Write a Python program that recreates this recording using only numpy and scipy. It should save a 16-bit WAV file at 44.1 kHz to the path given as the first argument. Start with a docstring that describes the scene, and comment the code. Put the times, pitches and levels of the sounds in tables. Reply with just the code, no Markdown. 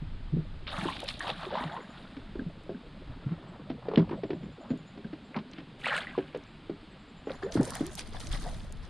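"""Playing a fish from a kayak

A quiet lake, heard from a camera microphone on a pole just behind the seat of a plastic kayak.
Close by, a fish thrashes twice and the landing net is dipped, in bursts of bubbles and spray.
Water gulps and laps, and the angler's shifting load knocks the hollow hull. The image is nearly mono
until the fish comes alongside. Far off on the bank, a small bird twitters faintly."""
import sys
import numpy as np
from scipy import signal
from scipy.fft import rfft, irfft, next_fast_len
from scipy.io import wavfile
from scipy.ndimage import uniform_filter1d

SR = 44100
rng = np.random.default_rng(int(sys.argv[2]) if len(sys.argv) > 2 else 0)


def log_audio(samples):
    """Write samples as a 16-bit WAV file to the path given in sys.argv[1]."""
    # one column per channel
    frames = np.atleast_2d(samples).T
    # limit to full scale, then quantise
    limited = np.clip(frames, -1, 1)
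    pcm = np.round(limited * 32767).astype(np.int16)
    wavfile.write(sys.argv[1], SR, pcm)


N = 392049
TIME = np.arange(N) / SR
ALONGSIDE_S = (7.38, 7.6)  # over this span the fish comes alongside and the water sounds widen

# spectra of the open air over the lake and of the low rumble: frequency_hz, density_db
AIR_COLOUR = [(250, 3), (500, -7), (800, -4), (1300, -5.5), (2200, -9.5), (3600, -9.5), (4400, -14.5),
              (5000, -19), (5700, -33), (6600, -31.5), (8000, -30.5), (10000, -35.5), (11500, -53),
              (14000, -78)]
RUMBLE_COLOUR = [(15, -6), (30, -6), (50, -13.5), (90, -13), (200, -27.5), (400, -47)]
# rumble of breeze and boat at the microphone: time_s, level_db
RUMBLE_LEVELS = [(0, -40), (.8, -48.5), (1.8, -57), (2.4, -47), (2.8, -58.5), (3.15, -45.5), (3.7, -59),
                 (4.5, -60.5), (5.6, -61.5), (6.4, -55.5), (7.3, -53.5), (7.8, -48), (8.4, -43),
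                 (8.88, -45.5)]
# water lapping under the hull: time_s, level_db
LAP_LEVELS = [(0.0, -55.5), (.6, -49), (1.51, -43.5), (1.85, -48.5), (3.21, -47), (3.86, -43), (4.1, -38),
              (4.89, -48.5), (6.11, -47.5), (6.43, -50.5), (7.27, -51), (7.64, -41.5), (8.09, -49),
              (8.43, -44), (8.88, -53.5)]
# spectrum of the lapping: frequency_hz, density_db
LAP_COLOUR = [(50, 8), (100, -11), (165, 0.5), (260, -0.5), (400, -5.5), (800, -2)]
# weight shifting against the hull: peak_s, level_db, pitch_hz, swell_s
BUMPS = [(0.021, -29, 147.5, 0.0072), (0.338, -18.5, 150.2, .022), (0.368, -20, 173.7, 0.0072),
         (0.392, -23.5, 157.8, 0.014), (2.467, -26, 168, .01), (3.1, -34.5, 122.1, 0.016),
         (3.268, -24.5, 134.7, .018), (3.322, -24, 166.8, .026), (7.578, -21.5, 118, .012),
         (7.605, -24, 125, .01), (8.336, -33.5, 135, .02)]
# jolts of the camera pole: start_s, level_db, pitch_hz, t60_s
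SWAYS = [(.33, -34, 42, .2), (2.368, -31.5, 43.4, 0.1743), (8.307, -22.5, 32.58, 0.3536),
         (8.431, -34, 32.19, 0.82)]
# throws of water by tail or net: start_s, swell_s, t60_s, bubbles_db, drops_db, spray_db
SPLASHES = [(0.665, 0.02326, 1.456, -44, -43.5, -77), (.70, 0.05584, 0.99, -40.5, -53.5, -59.5),
            (.77, 0.06397, 0.686, -48.5, -47.5, -57), (.84, 0.06223, 1.102, -49.5, -44, -63.5),
            (.98, 0.02637, 0.2772, -55, -49.5, -64), (1.072, 0.01774, 0.1456, -44.5, -35, -51.5),
            (1.111, 0.01653, 0.3877, -66.5, -47, -69.5), (1.19, 0.03327, 0.788, -42.5, -46.5, -62.5),
            (1.229, 0.0645, 0.3326, -39.5, -41, -68.5), (1.35, 0.08434, 0.4146, -45, -49, -67.5),
            (1.491, 0.0866, 0.828, -38.5, -45, -73.5), (1.57, 0.05853, 0.3855, -65.5, -63, -65),
            (1.66, 0.07766, 1.152, -49, -64.5, -77), (1.8, 0.1833, 1.33, -55.5, -60, -78.5),
            (5.787, 0.02394, 0.45, -53.5, -51, -64.5), (5.83, 0.05159, 0.3675, -37, -35.5, -60),
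            (5.894, 0.04176, 0.4191, -30.5, -37.5, -73.5), (5.925, 0.04897, 0.2812, -41, -35, -55.5),
            (7.27, 0.04959, 0.7391, -50, -62.5, -68), (7.419, 0.00544, 0.3747, -45, -60, -71.5),
            (7.51, 0.03709, 0.3296, -51, -49.5, -53.5), (7.54, 0.05753, 0.2117, -42, -64, -71),
            (7.609, 0.05708, 0.6772, -47, -50.5, -50.5), (7.72, 0.036716, 0.31994, -43.5, -50.5, -54.5),
            (7.79, 0.07901, 0.3344, -51.5, -56, -58.5), (7.9, 0.040446, 0.2334, -69.5, -61.5, -53.5),
            (7.969, 0.02155, 0.1679, -46, -42.5, -47.5), (8.119, 0.03712, 0.2604, -47.5, -53.5, -63),
            (8.196, 0.00465, 0.97, -53.5, -51.5, -54.5), (8.305, 0.04724, 0.1533, -40, -42.5, -49),
            (8.38, 0.0445, 0.96, -52.5, -53.5, -58), (8.82, 0.0135, 0.2692, -57.5, -58.5, -68.5)]
# bubbles, drops and fine spray: low_hz, high_hz, ring_cycles, scatter_db, foam_share, clump_db, count
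GRAINS = [(480, 2200, 26, 3.7, .5, 1.1, 8000), (2200, 5500, 22, 4.4, .8, 1.6, 7000),
          (6100, 14500, 14, 5.3, .68, 2.5, 9000)]
# spectrum of each bout of splashing: frequency_hz, density_db
FIRST_BOUT = [(240, -34.5), (400, -11), (470, -24), (598, -7), (1010, -6.5), (1120, -3.5), (1820, -3.5),
              (2250, -8.5), (3730, -0.5), (5910, -22), (7610, -24), (9510, -18.5), (14000, -49)]
NET_DIP = [(240, -61.5), (400, -18.5), (515, -15), (683, -15), (781, -7.5), (948, -15.5), (1640, -1),
           (1770, -6), (3360, -12), (4390, -17), (5820, -34), (8960, -30.5), (14000, -58)]
LAST_BOUT = [(240, -38.5), (400, 1), (539, -15.5), (725, -6.5), (934, -6.5), (1910, -3), (2210, -9),
             (2650, -17), (3260, -9), (5020, -7), (7380, -21), (9510, -14.5), (14000, -42.5)]
# fish, net, then fish again, closer: start_s, end_s, spectrum, stereo_width, foam_gain
BOUTS = [(0, 5, FIRST_BOUT, 0, 2.315), (5, 7, NET_DIP, 0.04, 2.0946), (7, 9, LAST_BOUT, 0.7, 1.6825)]
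# slaps of water, drops and clacks of tackle: start_s, level_db, centre_hz
SLAPS = [(0.668, -32.5, 2805), (0.678, -31, 2380), (0.762, -48, 3193), (0.811, -28, 2846),
         (0.889, -38.5, 1876), (0.967, -29.5, 3221), (1.003, -38, 9050), (1.029, -28, 689.3),
         (1.041, -41.5, 9375), (1.07, -41, 3900), (1.086, -32, 3683), (1.087, -19, 3945),
         (1.153, -44.5, 3077), (1.194, -36.5, 7974), (1.301, -21.5, 3520), (1.452, -35, 2982),
         (1.553, -35.5, 1397), (1.581, -22, 1496), (2.636, -60.5, 8500), (4.775, -56.5, 8478),
         (3.697, -46, 2809), (3.701, -32, 664.8), (3.825, -40, 1000), (3.849, -44.5, 1000),
         (3.868, -37, 800), (3.914, -34.5, 1100), (3.935, -33, 1010), (3.958, -21.5, 3050),
         (4.004, -32, 1100), (4.025, -36, 1108), (4.042, -41.5, 912.8), (4.072, -38.5, 900),
         (5.133, -37, 700), (4.094, -33, 893), (5.344, -31, 2000), (5.352, -36, 1900), (5.379, -36, 1700),
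         (5.514, -48.5, 5632), (5.534, -36, 3771), (5.858, -19.5, 2400), (5.867, -18.5, 1238),
         (5.881, -21.5, 2203), (6.18, -30.5, 684.8), (6.186, -36.5, 2800), (6.374, -52.5, 8296),
         (6.437, -53, 5400), (6.696, -39.5, 745.4), (7.296, -34.5, 2218), (7.317, -37.5, 3626),
         (7.433, -38.5, 3592), (7.522, -32.5, 4464), (7.571, -22.5, 791.4), (7.611, -43.5, 7020),
         (7.631, -32, 7048), (7.652, -32.5, 6514), (7.678, -40.5, 4057), (7.705, -29, 8592),
         (7.753, -27, 9070), (7.752, -32.5, 2131), (7.866, -33, 7998), (7.953, -31.5, 8590),
         (7.993, -26, 3916), (8.008, -44, 5040), (8.203, -36.5, 4389), (8.27, -35, 4754),
         (8.424, -46, 5000), (8.489, -44, 3830), (8.604, -45, 3011), (8.724, -38.5, 7530)]
# single large bubbles: start_s, level_db, first_hz
GULPS = [(.69, -43.5, 606.1), (.722, -35.5, 643.7), (0.785, -28.5, 171), (.886, -19, 998.2),
         (1.029, -28, 544.2), (1.206, -20, 1696), (1.292, -29, 524.6), (1.467, -31.5, 367.3),
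         (1.506, -30, 831.5), (1.553, -19, 947.9), (1.575, -22, 800.6), (1.609, -30.5, 244.1),
         (1.698, -34, 1510), (1.765, -25, 987.2), (5.844, -19, 1826), (5.92, -23, 1402),
         (6.006, -21.5, 3139), (6.07, -23, 1875), (6.151, -30.5, 1028), (7.428, -28, 1625),
         (7.503, -32, 629.8), (7.636, -36, 586), (7.652, -39, 505.7), (7.721, -31, 1022),
         (8.147, -30.5, 738.3), (8.462, -26, 684.8), (8.477, -39, 1790), (8.528, -36, 620.6)]
# troughs of water sloshing shut: start_s, length_s, level_db, first_hz, last_hz
SLOSHES = [(0.752, .15, -44.5, 680, 1081), (1.234, 0.09003, -39, 1052, 624.7),
           (1.372, 0.11444, -45, 1350, 1126), (1.508, 0.07165, -34, 485.7, 718.5),
           (1.57, .1, -40, 1152, 806.8), (1.683, 0.11544, -41.5, 678.3, 976.5),
           (1.767, .05, -46, 471.4, 408), (5.899, 0.06097, -34.5, 1751, 1465),
           (7.559, 0.047, -43, 901.5, 596.4), (8.45, .06, -45.5, 680.8, 807.1)]
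# knocks on the hull: start_s, level_db, panel_hz, scuff_db, rebound_after_s (0 for none)
KNOCKS = [(0.824, -24.5, 189.5, -52, 0), (0.855, -19.5, 332.4, -43, 0), (1.649, -26, 154.5, -59.5, 0),
          (2.166, -33, 267.8, -47.5, 0.006896), (2.354, -27.5, 347.1, -56.5, 0),
          (2.39, -24.5, 258.3, -75.5, 0.02478), (2.693, -21, 357.5, -58.5, 0.001364),
          (2.745, -31.5, 253.7, -64.5, 0.004385), (3.7, -22.5, 274.4, -42.5, 0.012),
          (3.884, -18, 456.4, -42, 0), (3.914, -24.5, 416.5, -53.5, 0.000716),
          (3.936, -22.5, 439.2, -45.5, 0.008837), (3.974, -1, 229.7, -29.5, 0),
          (3.992, -18.5, 173.9, -40.5, 0.000054), (4.016, -26, 179.4, -47.5, 0.000155),
          (4.092, -35.5, 407.8, -46.5, 0.000774), (4.11, -22, 348, -45.5, 0.02012),
          (4.234, -21, 413.5, -42.5, 0), (4.304, -19, 368, -39.5, 0.026634),
          (4.43, -30.5, 204, -48, 0.02605), (4.704, -18.5, 253.4, -43.5, 0.008),
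          (4.735, -23.5, 250.1, -59.5, 0), (4.975, -30, 337.9, -52, 0.000987),
          (5.046, -26.5, 218, -55.5, 0.00121), (5.13, -28, 300, -46, 0),
          (5.363, -23, 224.5, -34.5, 0.02445), (5.583, -34, 302, -43.5, 0.01806),
          (6.178, -14.5, 428.5, -43.5, 0.00823), (6.347, -24, 495.5, -42, 0.011853),
          (6.696, -21, 339.2, -47.5, 0), (7.271, -21, 411.1, -50, 0.003757), (7.304, -23, 532.8, -47, 0),
          (7.554, -16, 328.8, -56.5, 0.000288), (7.572, -17, 146.2, -44, 0.00322),
          (7.593, -23.5, 175.4, -58.5, 0.00126), (7.807, -15, 274.6, -46, 0)]
# modes of the hollow hull: pitch_hz, level_db, t60_s
HULL_MODES = [(168.16, -13.5, 0.1847), (218.12, -20, 0.2254), (253.76, -40, 0.36), (299.65, -12, 0.14388),
              (400.62, -13, 0.14853), (443.03, -29, 0.16), (545.29, -15.5, 0.10413), (661.75, -18, 0.1221),
              (1034.3, -28.5, 0.11)]
# the bird's falling trills: start_s, length_s, full_voice_db
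TRILLS = [(1.129, .82, -68), (4.099, .82, -68), (6.836, 1.08, -65)]
# its lone calls: middle_s, top_hz, level_db
LONE_CALLS = [(3.49, 7732, -72.5), (5.26, 7518, -71), (6.479, 7536, -70)]
# a loose fitting shaken by some of the knocks: start_s, level_db
CLINKS = [(2.356, -49), (2.394, -33), (2.414, -56.5), (2.694, -47), (2.746, -44.5), (4.707, -43.5),
          (5.045, -41.5)]
# modes of that fitting: pitch_hz, level_db, t60_s
FITTING_MODES = [(1289.1, -17, .035), (1586.2, 1.5, 0.02886), (1675.8, -13, .022), (3337.3, -13, .02)]
# sleeves brushing the life vest: middle_s, level_db, length_s, centre_hz
RUSTLES = [(3.11, -60, 0.2041, 971.3), (3.306, -57.5, 0.3194, 996.3), (3.623, -56.5, 0.7146, 792.3),
           (3.934, -49, 0.38595, 702.8), (4.134, -45.5, 0.08702, 702.8), (4.647, -52.5, 0.22, 729.3),
           (5.372, -39.5, 0.07797, 685.8), (5.57, -55, 0.13519, 2306)]
# cavities closing behind the fish: start_s, level_db, first_hz, last_hz, length_s
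GLUGS = [(7.432, -26, 375.7, 620.6, 0.04581), (7.592, -18, 189.7, 802.1, 0.02),
         (7.673, -33, 434.2, 855.4, 0.015581), (7.832, -34.5, 317.8, 403.4, 0.04951)]


def undb(db):
    """Decibels to gain."""
    return 10 ** (np.asarray(db) / 20)


def unit(x):
    """Scale to rms 1."""
    return x / np.sqrt(np.mean(x ** 2) + 1e-18)


def add(out, start_s, x):
    """Mix x into out from start_s on."""
    i = max(int(start_s * SR), 0)
    out[..., i:i + x.shape[-1]] += x[..., :max(N - i, 0)]


def butter(x, hz, kind, order):
    """Butterworth low-pass or high-pass."""
    return signal.sosfilt(signal.butter(order, min(hz, .45 * SR), kind, fs=SR, output="sos"), x)


def colour(x, points):
    """Filter x by a curve of (Hz, dB) points, falling 24 dB an octave past both ends; rms 1."""
    hz, db = np.transpose(points)
    size = next_fast_len(N, real=True)
    octave = np.log2(np.maximum(np.fft.rfftfreq(size, 1 / SR), 1))
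    beyond = np.abs(octave - np.clip(octave, np.log2(hz[0]), np.log2(hz[-1])))
    shape_db = np.interp(octave, np.log2(hz), db) - 24 * beyond
    return unit(irfft(rfft(x, size) * undb(shape_db), size)[:N])


def wander(rate_hz):
    """Smooth random drift with a spread near 1."""
    knots = rng.standard_normal(2000)
    return np.interp(TIME * rate_hz, np.arange(len(knots)), knots)


def fade(t, t60):
    """Exponential decay, 60 dB down at t60."""
    return np.exp(-np.log(1000) * t / t60)


def ring(hz, t60, attack_s, octaves_per_s=0):
    """A damped tone that builds up over attack_s and may glide upward."""
    t = np.arange(int(1.2 * t60 * SR) + 2) / SR
    phase = 2 * np.pi * np.cumsum(hz * 2 ** np.minimum(octaves_per_s * t, 2)) / SR
    return np.sin(phase) * fade(t, t60) * (1 - np.exp(-t / max(attack_s, 1e-5)))


def band_noise(hz, spread, length_s=.5):
    """Up to half a second of noise between hz / spread and hz * spread."""
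    edges = np.clip([hz / spread, hz * spread], 50, .45 * SR)
    band = signal.butter(2, edges, "band", fs=SR, output="sos")
    return unit(signal.sosfilt(band, rng.standard_normal(SR // 2)))[:int(length_s * SR)]


def crack(hz, t60, spread):
    """A decaying burst of noise around hz."""
    burst = band_noise(hz, spread)
    return burst * fade(TIME[:len(burst)], t60)


def reverb(x, t60, wet_db):
    """Add a diffuse tail of reflections."""
    tail = rng.standard_normal(SR) * fade(TIME[:SR], t60)
    return x + undb(wet_db) * signal.fftconvolve(x, tail / np.sqrt(np.sum(tail ** 2)))[:N]


def mid_side(mid, side):
    """Left and right from mid and side."""
    return mid + side * np.array([[1], [-1]])


def widen(x, width):
    """Spread a steady texture in stereo, with an unrelated stretch of itself as the side."""
    return mid_side(x, width * np.roll(x, N // 2))


def air():
    """An even hiss over the lake; a rumble of breeze and boat at the microphone."""
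    noise = rng.standard_normal((4, N))
    hiss = mid_side(colour(noise[0], AIR_COLOUR), 0.0046 * colour(noise[1], AIR_COLOUR))
    hiss *= undb(-56.9 + 0.69 * wander(1.9))
    # late on, a puff of breeze buffets each microphone port on its own
    buffet = np.interp(TIME, [7.3, 7.6], [.03, .55])
    rumble = mid_side(colour(noise[2], RUMBLE_COLOUR), buffet * colour(noise[3], RUMBLE_COLOUR))
    rumble_db = np.interp(TIME, *np.transpose(RUMBLE_LEVELS)) + 2 * wander(2.4)
    return hiss + rumble * undb(rumble_db)


def bubble_shower(low_hz, high_hz, cycles, scatter_db, count):
    """A steady shower of bubbles, each ringing and rising in pitch as it nears the surface; rms 1."""
    out = np.zeros(N)
    for when, pitch, luck, life in rng.random((count, 4)):
        hz = low_hz * (high_hz / low_hz) ** pitch
        t60 = cycles * (.5 + life) / hz
        strength = undb(scatter_db * min(-np.log(1 - luck), 3.5))
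        add(out, when * TIME[-1], strength * ring(hz, t60, .2 / hz, .25 / t60))
    # crowding evens out over a few hundredths of a second
    local_power = uniform_filter1d(out ** 2, SR // 14)
    return unit(out / np.sqrt(local_power + 0.24 * np.mean(out ** 2)))


def lapping(trim_db=-2.5):
    """Wavelets burble against the hull, below the microphone."""
    bubbles = bubble_shower(91.124, 640.96, cycles=23.2, scatter_db=1.7, count=1500)
    burble = colour(bubbles + .5 * rng.standard_normal(N), LAP_COLOUR)
    width = np.interp(TIME, ALONGSIDE_S, [0, 0.2121])
    return widen(burble, width) * undb(np.interp(TIME, *np.transpose(LAP_LEVELS)) + trim_db)


def hull_bumps(t60=0.1143, flex_db=-14):
    """A slow push swells into a low boom; the flexing hull wall adds a rough overtone."""
    out, t = np.zeros(N), TIME[:SR // 3]
    for s, db, hz, swell_s in BUMPS:
        shape = np.minimum(t / swell_s, 1) ** 2 * fade(np.maximum(t - swell_s, 0), t60)
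        boom = np.sin(2 * np.pi * hz * t)
        flex = band_noise(1.5352 * hz, spread=1.3215)[:len(t)]
        add(out, s - swell_s, undb(db) * shape * (boom + undb(flex_db) * flex))
    return butter(out, 630, "low", order=4)


def pole_sway():
    """The pole under the microphone wobbles after a jolt."""
    out = np.zeros(N)
    for s, db, hz, t60 in SWAYS:
        add(out, s, undb(db) * ring(hz, t60, attack_s=0.0017))
    return out


def splash_gains(start_s, end_s, drizzle_db=-17.5, drizzle_t60=1.9121):
    """Gain of each grain size through a bout: splashes swell, die away and fall back as drizzle."""
    power, t = np.zeros((len(GRAINS), N)), TIME[:2 * SR]
    for s, swell_s, t60, *levels_db in SPLASHES:
        if start_s <= s < end_s:
            swell = np.minimum(t / swell_s, 1) ** 0.658
            after = np.maximum(t - swell_s, 0)
            decay = np.maximum(fade(after, t60), undb(drizzle_db) * fade(after, drizzle_t60))
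            add(power, s, np.outer(undb(levels_db), swell * decay) ** 2)
    return np.sqrt(power)


def splashes(spurt_db=1.2, spurt_hz=170, clump_hz=40):
    """Water torn by tail or net, close by: bubbles, drops and fine spray over a wash of foam."""
    out = np.zeros((2, N))
    # sheets of water break up in quick spurts that all grain sizes share
    spurts = unit(undb(spurt_db * wander(spurt_hz)))
    bout_gains = [splash_gains(start_s, end_s) for start_s, end_s, *_ in BOUTS]
    for size, (low_hz, high_hz, cycles, scatter_db, foam_share, clump_db, count) in enumerate(GRAINS):
        shower = bubble_shower(0.88746 * low_hz, 1.1188 * high_hz, cycles, scatter_db, count)
        layers = np.array([shower, foam_share * rng.standard_normal(N)])
        bubbles, foam = butter(butter(layers, low_hz, "high", order=9), high_hz, "low", order=8)
        # each size also comes in slower clumps of its own
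        clumps = spurts * unit(undb(clump_db * wander(clump_hz)))
        fineness = min(low_hz / 7150, 1) ** 0.3124  # finer spray spreads wider
        for gains, (_, _, spectrum, width, foam_gain) in zip(bout_gains, BOUTS):
            texture = colour(bubbles + foam_gain * foam, spectrum)
            out += gains[size] * clumps * widen(texture, width * fineness)
    return out


def slaps(t60_at_1khz=0.02443):
    """Water and tackle crack, the high ones shortest and widest; alongside, all are crisper."""
    out = np.zeros((2, N))
    for s, db, hz in SLAPS:
        near = np.interp(s, ALONGSIDE_S, [0, 1])
        t60 = t60_at_1khz / (hz / 1000) ** 0.3725 * (1 - 0.1297 * near)
        width = 0.3253 * min((hz / 9000) ** 2, 1)
        mid = crack(hz, t60, spread=1.5863 + 0.2488 * near)
        side = width * crack(hz, t60, spread=1.2647)
        edge_hz = (1.1917 + 0.3578 * near) * hz
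        add(out, s, undb(db) * butter(mid_side(mid, side), edge_hz, "low", order=6))
    return butter(out, 11300, "low", order=4)


def gulps(cycles=23.117, rise_octaves=0.4312):
    """Air pockets ring and rise in pitch, the large ones longest, echoed by the side of the boat."""
    out = np.zeros(N)
    for s, db, hz in GULPS:
        t60 = cycles / hz
        add(out, s, undb(db) * ring(hz, t60, attack_s=0.0005965, octaves_per_s=rise_octaves / t60))
    width = np.interp(TIME, ALONGSIDE_S, [0, 0.35])
    mid = reverb(out, t60=0.1848, wet_db=-2.594)
    reflections = reverb(out, t60=0.14, wet_db=0) - out
    return mid_side(mid, width * reflections)


def sloshes(pitch_scatter=0.17937):
    """Crowds of bubbles warble around a pitch that glides as the trough changes shape."""
    out = np.zeros(N)
    for s, length_s, db, first_hz, last_hz in SLOSHES:
        u = np.linspace(0, 1, int(length_s * SR))
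        noise = rng.standard_normal((2, SR // 2))
        crowd = butter(noise, pitch_scatter * first_hz, "low", order=2)[:, -len(u):]
        phase = 2 * np.pi * np.cumsum(first_hz * (last_hz / first_hz) ** u) / SR
        warble = unit(crowd[0] * np.cos(phase) + crowd[1] * np.sin(phase))
        swell = 4 * u * (1 - u)
        add(out, s, undb(db) * swell * warble)
    return out


def blows(rebound_db=-3.5, rebound_pitch=0.95446):
    """The load strikes the hull and sometimes falls back, softer and lower."""
    for s, db, hz, scuff_db, rebound_s in KNOCKS:
        yield s, db, hz, scuff_db
        if rebound_s > 0:
            yield s + rebound_s, db + rebound_db, hz * rebound_pitch, scuff_db + 2 * rebound_db


def hull_knocks(contact_s=0.00039, light_cycles=19.379, light_db=-23.5, halving_db=14):
    """Each knock booms at its panel's pitch, scuffs at the contact and sets the whole shell ringing."""
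    body, scuffs = np.zeros(N), np.zeros(N)
    press = 1 - np.exp(-TIME[:SR // 2] / contact_s)
    for s, db, hz, scuff_db in blows():
        # a hard blow stays pressed on the panel and damps it; a low one builds up more slowly
        cycles = light_cycles / 2 ** (max(db - light_db, 0) / halving_db)
        add(body, s, undb(db) * ring(hz, cycles / hz, attack_s=0.2083 / hz))
        for mode_hz, mode_db, t60 in HULL_MODES:
            luck, detune = rng.standard_normal(2)
            reach_db = -4.5 * abs(np.log2(mode_hz / hz))  # modes far from the blow's pitch get less
            mode = ring(mode_hz * (1 + 0.035035 * detune), t60, attack_s=0.007636)
            add(body, s, undb(db + mode_db + reach_db + 2 * luck) * mode)
        add(body, s, undb(db - 22.5) * press * crack(1.4823 * hz, t60=0.09287, spread=1.3806))
        add(scuffs, s, undb(scuff_db) * press * crack(910, t60=0.05811, spread=2.9622))
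    # the knocks carry no deep bass, and their treble rolls off gently
    body = butter(butter(body, 115.22, "high", order=9), 2000, "low", order=2)
    return body + butter(scuffs, 5110, "low", order=8)


def bird_notes(step_s=.0868, first_hz=8262, settled_hz=7095.3, fall_s=0.2, swell_s=0.556):
    """Lone calls, and evenly spaced trill notes that sink in pitch and grow louder."""
    yield from LONE_CALLS
    for s, length_s, db in TRILLS:
        for t in np.arange(0, length_s, step_s):
            hz = settled_hz + (first_hz - settled_hz) * np.exp(-t / fall_s)
            yield s + t, hz, db - 11 * max(1 - t / swell_s, 0)


def bird(note_s=0.052, arch_hz=800, scatter_hz=50, scatter_db=1.2):
    """Thin arched notes from the distant bank, blurred by the woods."""
    out, u = np.zeros(N), np.linspace(-1, 1, int(note_s * SR))
    shape = np.cos(np.pi * u / 2) ** 2
    for s, hz, db in bird_notes():
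        detune, luck = rng.standard_normal(2)
        quiver = 250 * uniform_filter1d(rng.standard_normal(len(u)), 10)
        phase = 2 * np.pi * np.cumsum(hz + scatter_hz * detune - arch_hz * u ** 2 + quiver) / SR
        add(out, s - note_s / 2, undb(db + scatter_db * luck) * shape * np.sin(phase))
    return reverb(out, t60=.45, wet_db=-4.5)


def clinks():
    """A small hard fitting rings for a moment when the boat is jolted."""
    out = np.zeros(N)
    for s, db in CLINKS:
        for hz, mode_db, t60 in FITTING_MODES:
            add(out, s, undb(db + mode_db) * ring(hz, t60, attack_s=0.000976))
    return out


def rustles(slip_db=4.544, slip_hz=120):
    """The angler's clothing drags in small uneven slips, just ahead of the microphone."""
    out = np.zeros(N)
    for s, db, length_s, hz in RUSTLES:
        rub = band_noise(hz, spread=1.6222, length_s=length_s)
        add(out, s - length_s / 2, undb(db) * rub * np.hanning(len(rub)))
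    return butter(out * undb(slip_db * wander(slip_hz)), 3600, "low", order=6)


def glugs(attack_s=.004, wobble_db=3, wobble_hz=130):
    """An air cavity beside the boat rings and wobbles, its pitch climbing ever faster as it shrinks."""
    out = np.zeros(N)
    for s, db, first_hz, last_hz, length_s in GLUGS:
        t = TIME[:int(length_s * SR)]
        hz = first_hz * (last_hz / first_hz) ** ((t / length_s) ** 1.7693)
        shape = np.minimum(t / attack_s, 1) * (1 - t / length_s) ** 0.3854
        add(out, s, undb(db) * shape * np.sin(2 * np.pi * np.cumsum(hz) / SR))
    wobble = unit(undb(wobble_db * wander(wobble_hz)))
    return reverb(out * wobble, t60=0.1921, wet_db=-5.0)


def scene():
    """From behind the seat: the boat underneath, the water close around, the bank far off."""
    boat = hull_knocks() + hull_bumps() + clinks() + pole_sway() + rustles()
    water = splashes() + sloshes() + lapping() + gulps() + glugs() + slaps()
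    return air() + boat + water + bird()


def record(dry):
    """The camera cuts the treble steeply above 15.6 kHz."""
    return signal.sosfilt(signal.ellip(8, .2, 70, 15600, fs=SR, output="sos"), dry)


dry = scene()
out = record(dry)
log_audio(out)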